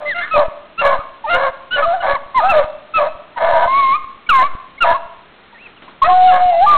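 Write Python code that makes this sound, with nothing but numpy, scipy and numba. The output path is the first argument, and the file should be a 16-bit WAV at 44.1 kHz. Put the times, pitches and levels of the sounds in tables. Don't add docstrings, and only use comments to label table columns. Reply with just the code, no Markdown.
import sys
import numpy as np
from scipy import signal
from scipy.fft import rfft, irfft
from scipy.io import wavfile
from scipy.ndimage import uniform_filter1d
from numba import njit

SR = 44100
rng = np.random.default_rng(int(sys.argv[2]) if len(sys.argv) > 2 else 0)


def how_loud(loudness_db):
    steps = np.asarray(loudness_db, float) / 20
    return 10 ** steps


def generate_wav(signal):
    frames = np.transpose(np.atleast_2d(signal))
    scaled = np.clip(frames, -1, 1) * 32767
    pcm = np.round(scaled).astype(np.int16)
    wavfile.write(sys.argv[1], SR, pcm)


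N = 298557

CLEAR, HUSKY, GRUFF, RASPING = .05, .15, .3, .33


def rms_one(x):
    return x / np.sqrt(np.mean(x ** 2) + 1e-20)


def span(rows, fade_s=.004):
    s, *columns = np.transpose(rows)
    at = np.arange(max(int((s[0] - fade_s) * SR), 0), min(int((s[-1] + fade_s) * SR), N))
    t = at / SR
    fade = np.clip(np.minimum(t - s[0], s[-1] + fade_s - t) / (2 * fade_s), 0, 1)
    return at, [np.interp(t, s, c) for c in columns], np.sin(fade * np.pi / 2) ** 2


def wobble(size, rate_hz):
    r = np.exp(-2 * np.pi * rate_hz / SR)
    white = rng.standard_normal((2, size + 2000))
    slow = signal.lfilter([1], [1, -2 * r, r * r], white)[:, 2000:]
    spread = np.sqrt((1 + r * r) / (1 - r * r) ** 3 * 2)
    return (slow[0] + 1j * slow[1]) / spread


def looped_wobble(size, rate_hz):
    return wobble(8000, rate_hz)[np.arange(size) % 8000]


def resonance(x, hz, width_hz):
    r = np.exp(-np.pi * width_hz / SR)
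    poles = [1, -2 * r * np.cos(2 * np.pi * hz / SR), r * r]
    return signal.lfilter(np.array([1, 0, -1]) * (1 - r * r) / 2, poles, x)


def glide(row, swell_db, top, hold, fade_db, late, arch):
    s, length, from_hz, to_hz, db = row
    u = np.linspace(0, 1, 12)
    hz = from_hz + (to_hz - from_hz) * u ** late + arch * from_hz * np.sin(np.pi * u)
    drop_db = np.interp(u, [0, top, max(hold, top), 1], [swell_db, 0, 0, fade_db])
    return np.transpose([s + length * u, hz, db - drop_db])


def muzzle_db(k, hz, open_db):
    peak_db = 9 * np.exp(-((k * hz - 2780) / 330) ** 2)
    treble_loss_db = .012 * np.maximum(k * hz - 3200, 0)
    return peak_db - 2 * (k > 1) - treble_loss_db + open_db * (0, -1, 1, 1)[k - 1]


def sing(contours, rough, upper_db):
    out = np.zeros(N)
    for rows in contours:
        at, (hz, level_db, *mouth), fade = span(rows)
        open_db = mouth[0] if mouth else 0
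        hz = uniform_filter1d(hz, size=441, mode="nearest")
        unsteady = rough * looped_wobble(len(at), rate_hz=22) * np.sqrt(2)
        hz = hz * (1 + .05 * unsteady.real)
        level_db = level_db + 6 * unsteady.imag
        phase = 2 * np.pi * np.cumsum(hz) / SR
        effort_db = level_db - level_db.max()
        for k, part_db in enumerate([0, *upper_db], 1):
            smear = np.clip(rough * (1 + .45 * (k - 1)), 0, 1)
            shape = np.sqrt(1 - smear ** 2) + smear * looped_wobble(len(at), rate_hz=110)
            shape = shape / np.abs(shape) ** .4
            tone = np.real(shape * np.exp(1j * k * phase))
            total_db = level_db + part_db + muzzle_db(k, hz, open_db) + .4 * effort_db * (k > 1)
            out[at] -= np.sqrt(2) * how_loud(total_db) * fade * tone
    return out


# (frequency [Hz], level [dB per Hz])
AIR_SPECTRUM = [(18, -36.5), (30, -4.5), (135, -6.5), (204, -0.5), (525, -4), (1300, -3.5), (1380, -3),
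                (1500, -5.5), (3640, -9), (4120, -16), (5360, -47), (9060, -120)]


def air():
    hz = np.fft.rfftfreq(N, 1 / SR) + 1
    at_hz, level_db = np.transpose(AIR_SPECTRUM)
    shape = how_loud(np.interp(np.log(hz), np.log(at_hz), level_db))
    hiss = rms_one(irfft(rfft(rng.standard_normal(N)) * shape, N))
    tone = np.sin(2 * np.pi * 1443 * np.arange(N) / SR)
    return how_loud(-46) * hiss + how_loud(-66) * tone


def roar_breath(s, length, db, open_db):
    close = min(.03, length / 2)
    return [(s, db - 5, open_db), (s + .22 * length, db, open_db),
            (s + length - close, db - 3.5, open_db), (s + length, db - 3.5 - 11, open_db)]


# (time [s], length [s], level [dB], mouth opening [dB])
ROARS = [(0, 0.056, -35, -2), (.2, 0.12, -33.5, 7), (0.352, .11, -22, -2.5), (0.806, .18, -21, -0.5),
         (1.33, .18, -22.5, -.5), (1.761, 0.098, -22.5, 0), (1.88, 0.13, -36.5, -0.5),
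         (2.015, 0.15, -20.5, -0.5), (2.384, .13, -31, -1), (2.506, 0.16, -22.5, 0),
         (2.975, 0.12, -23.5, -1.5), (3.365, .07, -26, 0.5), (3.4, .285, -20, -1.5),
         (4.407, 0.053, -27, -1.5), (4.831, 0.13, -20, -.5), (6.031, 0.095, -25, 2), (6.3, 0.13, -23, .5),
         (6.705, 0.088, -27, 1.5)]
# (frequency [Hz], width [Hz], level [dB])
THROAT = [(630, 200, 8), (973, 160, 2.5), (1225.4, 160, 1), (1500, 130, -2.5), (1712, 130, 0),
          (2112, 270, -6), (3312, 900, -12.5)]


def roars():
    pulse_hz = 329.6 * np.exp(.3 * wobble(size=N, rate_hz=150).real * 1.4)
    cycles = np.cumsum(pulse_hz) / SR
    pulses = np.diff(np.floor(cycles), prepend=0) * how_loud(3.7 * rng.standard_normal(N))
    source = rms_one(pulses) + .4 * rng.standard_normal(N)
    bands = [(-1) ** k * how_loud(db) * rms_one(resonance(resonance(source, hz, width), hz, width))
             for k, (hz, width, db) in enumerate(THROAT)]
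    chest, mouth = bands[0] + bands[1], sum(bands[2:])
    power = (chest + mouth) ** 2
    even = np.sqrt(uniform_filter1d(power, size=700) / np.mean(power)) ** .7
    chest, mouth = chest / even, mouth / even
    out = np.zeros(N)
    for row in ROARS:
        at, (level_db, open_db), fade = span(roar_breath(*row), fade_s=0.0065)
        voice = chest[at] * how_loud(-2 * open_db) + mouth[at] * how_loud(open_db)
        out[at] += fade * how_loud(level_db - 1.2 - 5.5) * voice
    return out


# (time [s], length [s], from [Hz], to [Hz], level [dB])
DARK_NOTES = [(0, .12, 610.2, 585.7, -23), (.335, .11, 606.6, 576.6, -10.5), (.435, .035, 586, 630, -18.5),
              (2.52, .105, 708.3, 543.6, -9), (2.615, .04, 561, 651, -18), (2.97, .09, 630, 559.2, -13),
              (3.055, .04, 569.7, 655, -19), (6.73, .04, 713.4, 598, -23)]


def dark_notes():
    contours = [glide(row, swell_db=9, top=.5, hold=.7, fade_db=10, late=.8, arch=.001) for row in DARK_NOTES]
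    return sing(contours, GRUFF, [-10, -24, -30])


# (time [s], length [s], from [Hz], to [Hz], level [dB])
SQUEAL = (.052, .088, 2000, 1550, -18)


def squeal():
    contour = glide(SQUEAL, swell_db=11, top=.43, hold=.7, fade_db=8, late=1.5, arch=.09)
    return sing([contour], CLEAR, [-11, -34])


# (time [s], length [s], from [Hz], to [Hz], level [dB])
OPEN_NOTES = [(.14, 0.084, 691.7, 704, -26.5), (6.036, .04, 605.5, 655, -17),
              (6.315, .085, 556.4, 535.8, -24)]
# (time [s], pitch [Hz], first harmonic level [dB])
OPEN_BAY = [
    (1.26, 582, -31.5),
    (1.291, 620.7, -21.5),
    (1.304, 702.4, -21),
    (1.34, 686.6, -16),
    (1.369, 726.6, -21),
]


def open_notes():
    contours = [glide(row, swell_db=8.8, top=.26, hold=.7, fade_db=8, late=.8, arch=.0012) for row in OPEN_NOTES]
    return sing(contours + [OPEN_BAY], HUSKY, [6, -3, -13])


# (time [s], length [s], from [Hz], to [Hz], level [dB])
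HOARSE_NOTES = [(.14, .12, 2062, 2079, -26.5), (.82, 0.046, 1127, 1074, -18.5),
                (.385, 0.051, 1176, 1035, -19.5), (.895, 0.062, 1096, 1054, -15.5),
                (.97, 0.051, 1138, 1248, -27.5), (1.4, .09, 1160, 1032, -20), (2.02, .045, 773, 757, -15),
                (2.397, .083, 1221, 1282, -17), (3.4, .115, 650, 693.7, -15), (3.53, .055, 671, 661, -16),
                (3.595, .09, 680, 700, -17), (3.43, 0.11, 1770, 1700, -28.5), (3.52, .16, 1530, 1587, -28),
                (3.52, .15, 936.6, 994.5, -14), (4.38, .055, 780, 724.7, -22),
                (4.835, 0.1, 692.3, 650, -17), (4.845, .095, 972, 1002, -13),
                (4.86, 0.071, 1720, 1650, -23.5), (6.085, .05, 1076, 1105, -13.5),
                (6.52, 0.049, 866.6, 765.5, -20.5), (4.39, .05, 1800, 1748, -25.5)]


def hoarse_notes():
    contours = [glide(row, swell_db=4, top=.3, hold=.76, fade_db=5.4, late=1.1, arch=.001) for row in HOARSE_NOTES]
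    return sing(contours, RASPING, [-24.5])


# (time [s], length [s], from [Hz], to [Hz], level [dB])
ARCHED_YELPS = [(.2, .06, 1500, 1850, -23), (.775, 0.051, 1270, 1280, -17.5),
                (1.705, .07, 1378, 1400, -16.5), (2.48, .055, 1270, 1165, -15)]


def arched_yelps():
    contours = [glide(row, swell_db=11, top=.43, hold=.7, fade_db=8, late=1.5, arch=.09) for row in ARCHED_YELPS]
    return sing(contours, CLEAR, [-7.5])


# (time [s], length [s], from [Hz], to [Hz], level [dB])
YELPS = [(.307, .078, 1270, 1059, -13.5), (1.997, .028, 1450, 1368, -26.5),
         (2.14, 0.032, 1122, 860.5, -15.5), (2.342, .068, 1037, 786.4, -9), (2.935, .07, 1290, 1109, -11.5),
         (3.357, .043, 948.6, 771.6, -22.5), (4.803, .047, 1395, 1095, -10),
         (6.268, 0.047, 1409, 1265, -21)]


def yelps():
    contours = [glide(row, swell_db=10, top=.45, hold=.7, fade_db=8.2, late=2.5, arch=.03) for row in YELPS]
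    return sing(contours, CLEAR, [-11, -34])


# (time [s], length [s], from [Hz], to [Hz], level [dB])
CHEST_NOTES = [(.81, 0.15, 595, 534.6, -13.5), (1.328, 0.083, 546.5, 524, -15),
               (1.39, .115, 567.8, 517.5, -15), (2.06, 0.098, 581.4, 539.6, -14),
               (1.757, .078, 590, 555, -15)]


def chest_notes():
    contours = [glide(row, swell_db=8, top=.35, hold=.55, fade_db=12, late=.7, arch=.001) for row in CHEST_NOTES]
    return sing(contours, GRUFF, [-3, -6, -14.5])


# (time [s], length [s], from [Hz], to [Hz], level [dB])
HOOTS = [(1.238, .032, 888.5, 797, -20), (1.82, .04, 1248, 1112, -13), (1.775, .03, 1394, 1394, -20),
         (3.0, .04, 1116, 997, -19), (4.94, 0.029, 1041, 1080, -15), (6.016, .026, 1051, 1077, -5.5),
         (6.66, .12, 1170, 1100, -7.5)]


def hoots():
    contours = [glide(row, swell_db=3, top=.2, hold=.75, fade_db=5, late=2.3, arch=.04) for row in HOOTS]
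    return sing(contours, CLEAR, [-26])


# (time [s], pitch [Hz], first harmonic level [dB])
HOWL_1 = [
    (1.835, 622.6, -32),
    (1.867, 673, -14),
    (1.925, 687.8, -14.5),
    (1.947, 780.3, -13.5),
    (1.971, 691.6, -22.5),
    (2.015, 682.3, -24.5),
]
HOWL_2 = [
    (2.41, 638.3, -22.5),
    (2.43, 644.8, -16.5),
    (2.44, 728.7, -11),
    (2.498, 814.5, -14.5),
    (2.53, 658, -19.5),
]
HOWL_3 = [
    (3.67, 1014, -12),
    (3.684, 1041, -15.5),
    (3.788, 1125, -10),
    (3.854, 1067, -12),
    (3.902, 1067, -12),
    (3.932, 1114, -12),
    (3.96, 1238, -15),
    (3.975, 1222, -25),
]
HOWL_4 = [
    (4.287, 1511, -22.5),
    (4.293, 1476, -9),
    (4.329, 1103, -10.5),
    (4.353, 1074, -8),
    (4.413, 1011, -10),
    (4.441, 1126, -12.5),
    (4.473, 1163, -19.5),
    (4.48, 1121, -25),
]


def held_howls():
    howls = sing([HOWL_1, HOWL_2, HOWL_3, HOWL_4], CLEAR, [-12.5, -34])
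    halved = [(s, hz / 2, db - 27.5) for s, hz, db in HOWL_4[2:6]]
    return howls + sing([halved], HUSKY, [-31, 13, -29])


# (time [s], length [s], from [Hz], to [Hz], level [dB])
WHINES = [(4.262, .018, 2332, 2205, -35.5), (4.775, .023, 2110, 2257, -34), (5.525, 0.017, 863, 986, -40),
          (5.76, .03, 3250, 2426, -54), (5.875, .02, 942, 1185, -35.5)]
# (time [s], pitch [Hz], first harmonic level [dB])
FAR_WHINE = [
    (5.54, 1998, -42.5),
    (5.566, 1780, -44),
    (5.602, 2450, -48.5),
    (5.63, 2786, -51),
    (5.65, 2670, -53),
    (5.666, 2576, -38.5),
    (5.685, 1675, -54.5),
]


def whines():
    contours = [glide(row, swell_db=4, top=.4, hold=.6, fade_db=8.2, late=1.3, arch=.00084) for row in WHINES]
    return sing(contours + [FAR_WHINE], CLEAR, [-21.5])


# (time [s], peak level [dB])
STEPS = [(5.429, -41.5), (5.528, -44.5), (5.666, -35), (5.821, -31), (5.879, -37.5)]


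def steps():
    blows = np.zeros(N)
    for s, peak_db in STEPS:
        blows[int(s * SR)] = how_loud(peak_db - 8)
    decay = np.exp(-1 / (0.057 * SR))
    band = signal.butter(1, [200, 1800], "band", fs=SR, output="sos")
    crunch = signal.sosfilt(band, rng.standard_normal(N))
    return signal.lfilter([1], [1, -decay], blows) * rms_one(crunch)


# (time [s], pitch [Hz], first harmonic level [dB], mouth opening [dB])
LONE_HOWL = [
    (6.06, 652.5, -14, -3.5),
    (6.088, 731.7, -9.5, -5.5),
    (6.26, 739.3, -5.5, -5),
    (6.4, 725.7, -12.5, 3),
    (6.498, 719.7, -11, 6.5),
    (6.545, 665, -14, 10.5),
    (6.6, 693, -10, 8),
    (6.63, 786, -6.5, -8),
    (6.662, 869, -12, -12),
]


def lone_howl():
    return sing([LONE_HOWL], CLEAR, [-27, -30, -41.5])


def wood(x):
    t60_s, gap_s, cut_hz = 0.71, .03, 2300
    t = np.arange(SR) / SR
    echoes = rng.standard_normal(SR) * how_loud(-60 * t / t60_s) * np.clip(t / gap_s, 0, 1) ** 2
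    echoes = signal.sosfilt(signal.butter(1, cut_hz, fs=SR, output="sos"), echoes)
    return signal.fftconvolve(x, echoes / np.sqrt(np.sum(echoes ** 2)))[:N]


def scene():
    pack = (roars() + dark_notes() + squeal() + open_notes() + hoarse_notes() + arched_yelps() + yelps()
            + chest_notes() + hoots() + held_howls() + whines() + lone_howl())
    thin = signal.butter(5, 477.8, "high", fs=SR, output="sos")
    return (signal.sosfiltfilt(thin, pack + how_loud(-22.5) * wood(pack)) + steps() + air())[None]


STORE_SR, BLOCK, FIRST_BLOCK_S = 8000, 1017, .1026


@njit
def adaptive_4bit(x, start, block):
    out, guess, index = np.zeros(len(x)), 0., 20
    for i in range(len(x)):
        step = 7 / 32768 * 1.1 ** index
        if (i - start) % block == 0:
            guess = x[i]
        else:
            size = min(int(abs(x[i] - guess) / step * 4), 7)
            guess += np.sign(x[i] - guess) * (size + .5) * step / 4
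            index = min(max(index + (-1 if size < 4 else 2 * size - 6), 0), 88)
        out[i] = guess
    return out


def zero_line(low):
    share, knee, steep, most, lag = 0.053, .59, 1.4, 0.095, 45
    lead = BLOCK - round(FIRST_BLOCK_S * STORE_SR)
    blocks = np.pad(np.abs(low), (lead, -(len(low) + lead) % BLOCK)).reshape(-1, BLOCK)
    swing = np.maximum.accumulate(blocks, axis=1)
    swing = np.maximum(swing, swing[:, 24:25])
    slip = np.minimum(share * swing + steep * np.maximum(swing - knee, 0), most)
    r = np.exp(-1 / lag)
    slip = signal.lfilter([1 - r], [1, -r], slip - slip[:, :1], axis=1) + slip[:, :1]
    return -uniform_filter1d(slip.ravel(), size=5)[lead:lead + len(low)]


def roll_off(x):
    return signal.sosfilt(signal.butter(12, 15870, fs=SR, output="sos"), x)


def record(dry):
    dull = signal.sosfiltfilt(signal.butter(4, 4262, fs=SR, output="sos"), dry[0])
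    low = np.interp(np.arange(0, N, SR / STORE_SR), np.arange(N), dull)
    low = adaptive_4bit(low, round(FIRST_BLOCK_S * STORE_SR), BLOCK) + zero_line(low)
    low = np.clip(low, -.68, .68)
    held = np.zeros(len(low) * 6)
    held[::6] = 6 * low
    smoother = signal.cheby2(14, 52, 4660, fs=STORE_SR * 6, output="sos")
    up = signal.resample_poly(signal.sosfiltfilt(smoother, held), 147, 160)[:N]
    up = np.pad(up, (0, N - len(up)))
    return roll_off(np.clip(up, -.71, .71)[None])


dry = scene()
out = record(dry)
generate_wav(out)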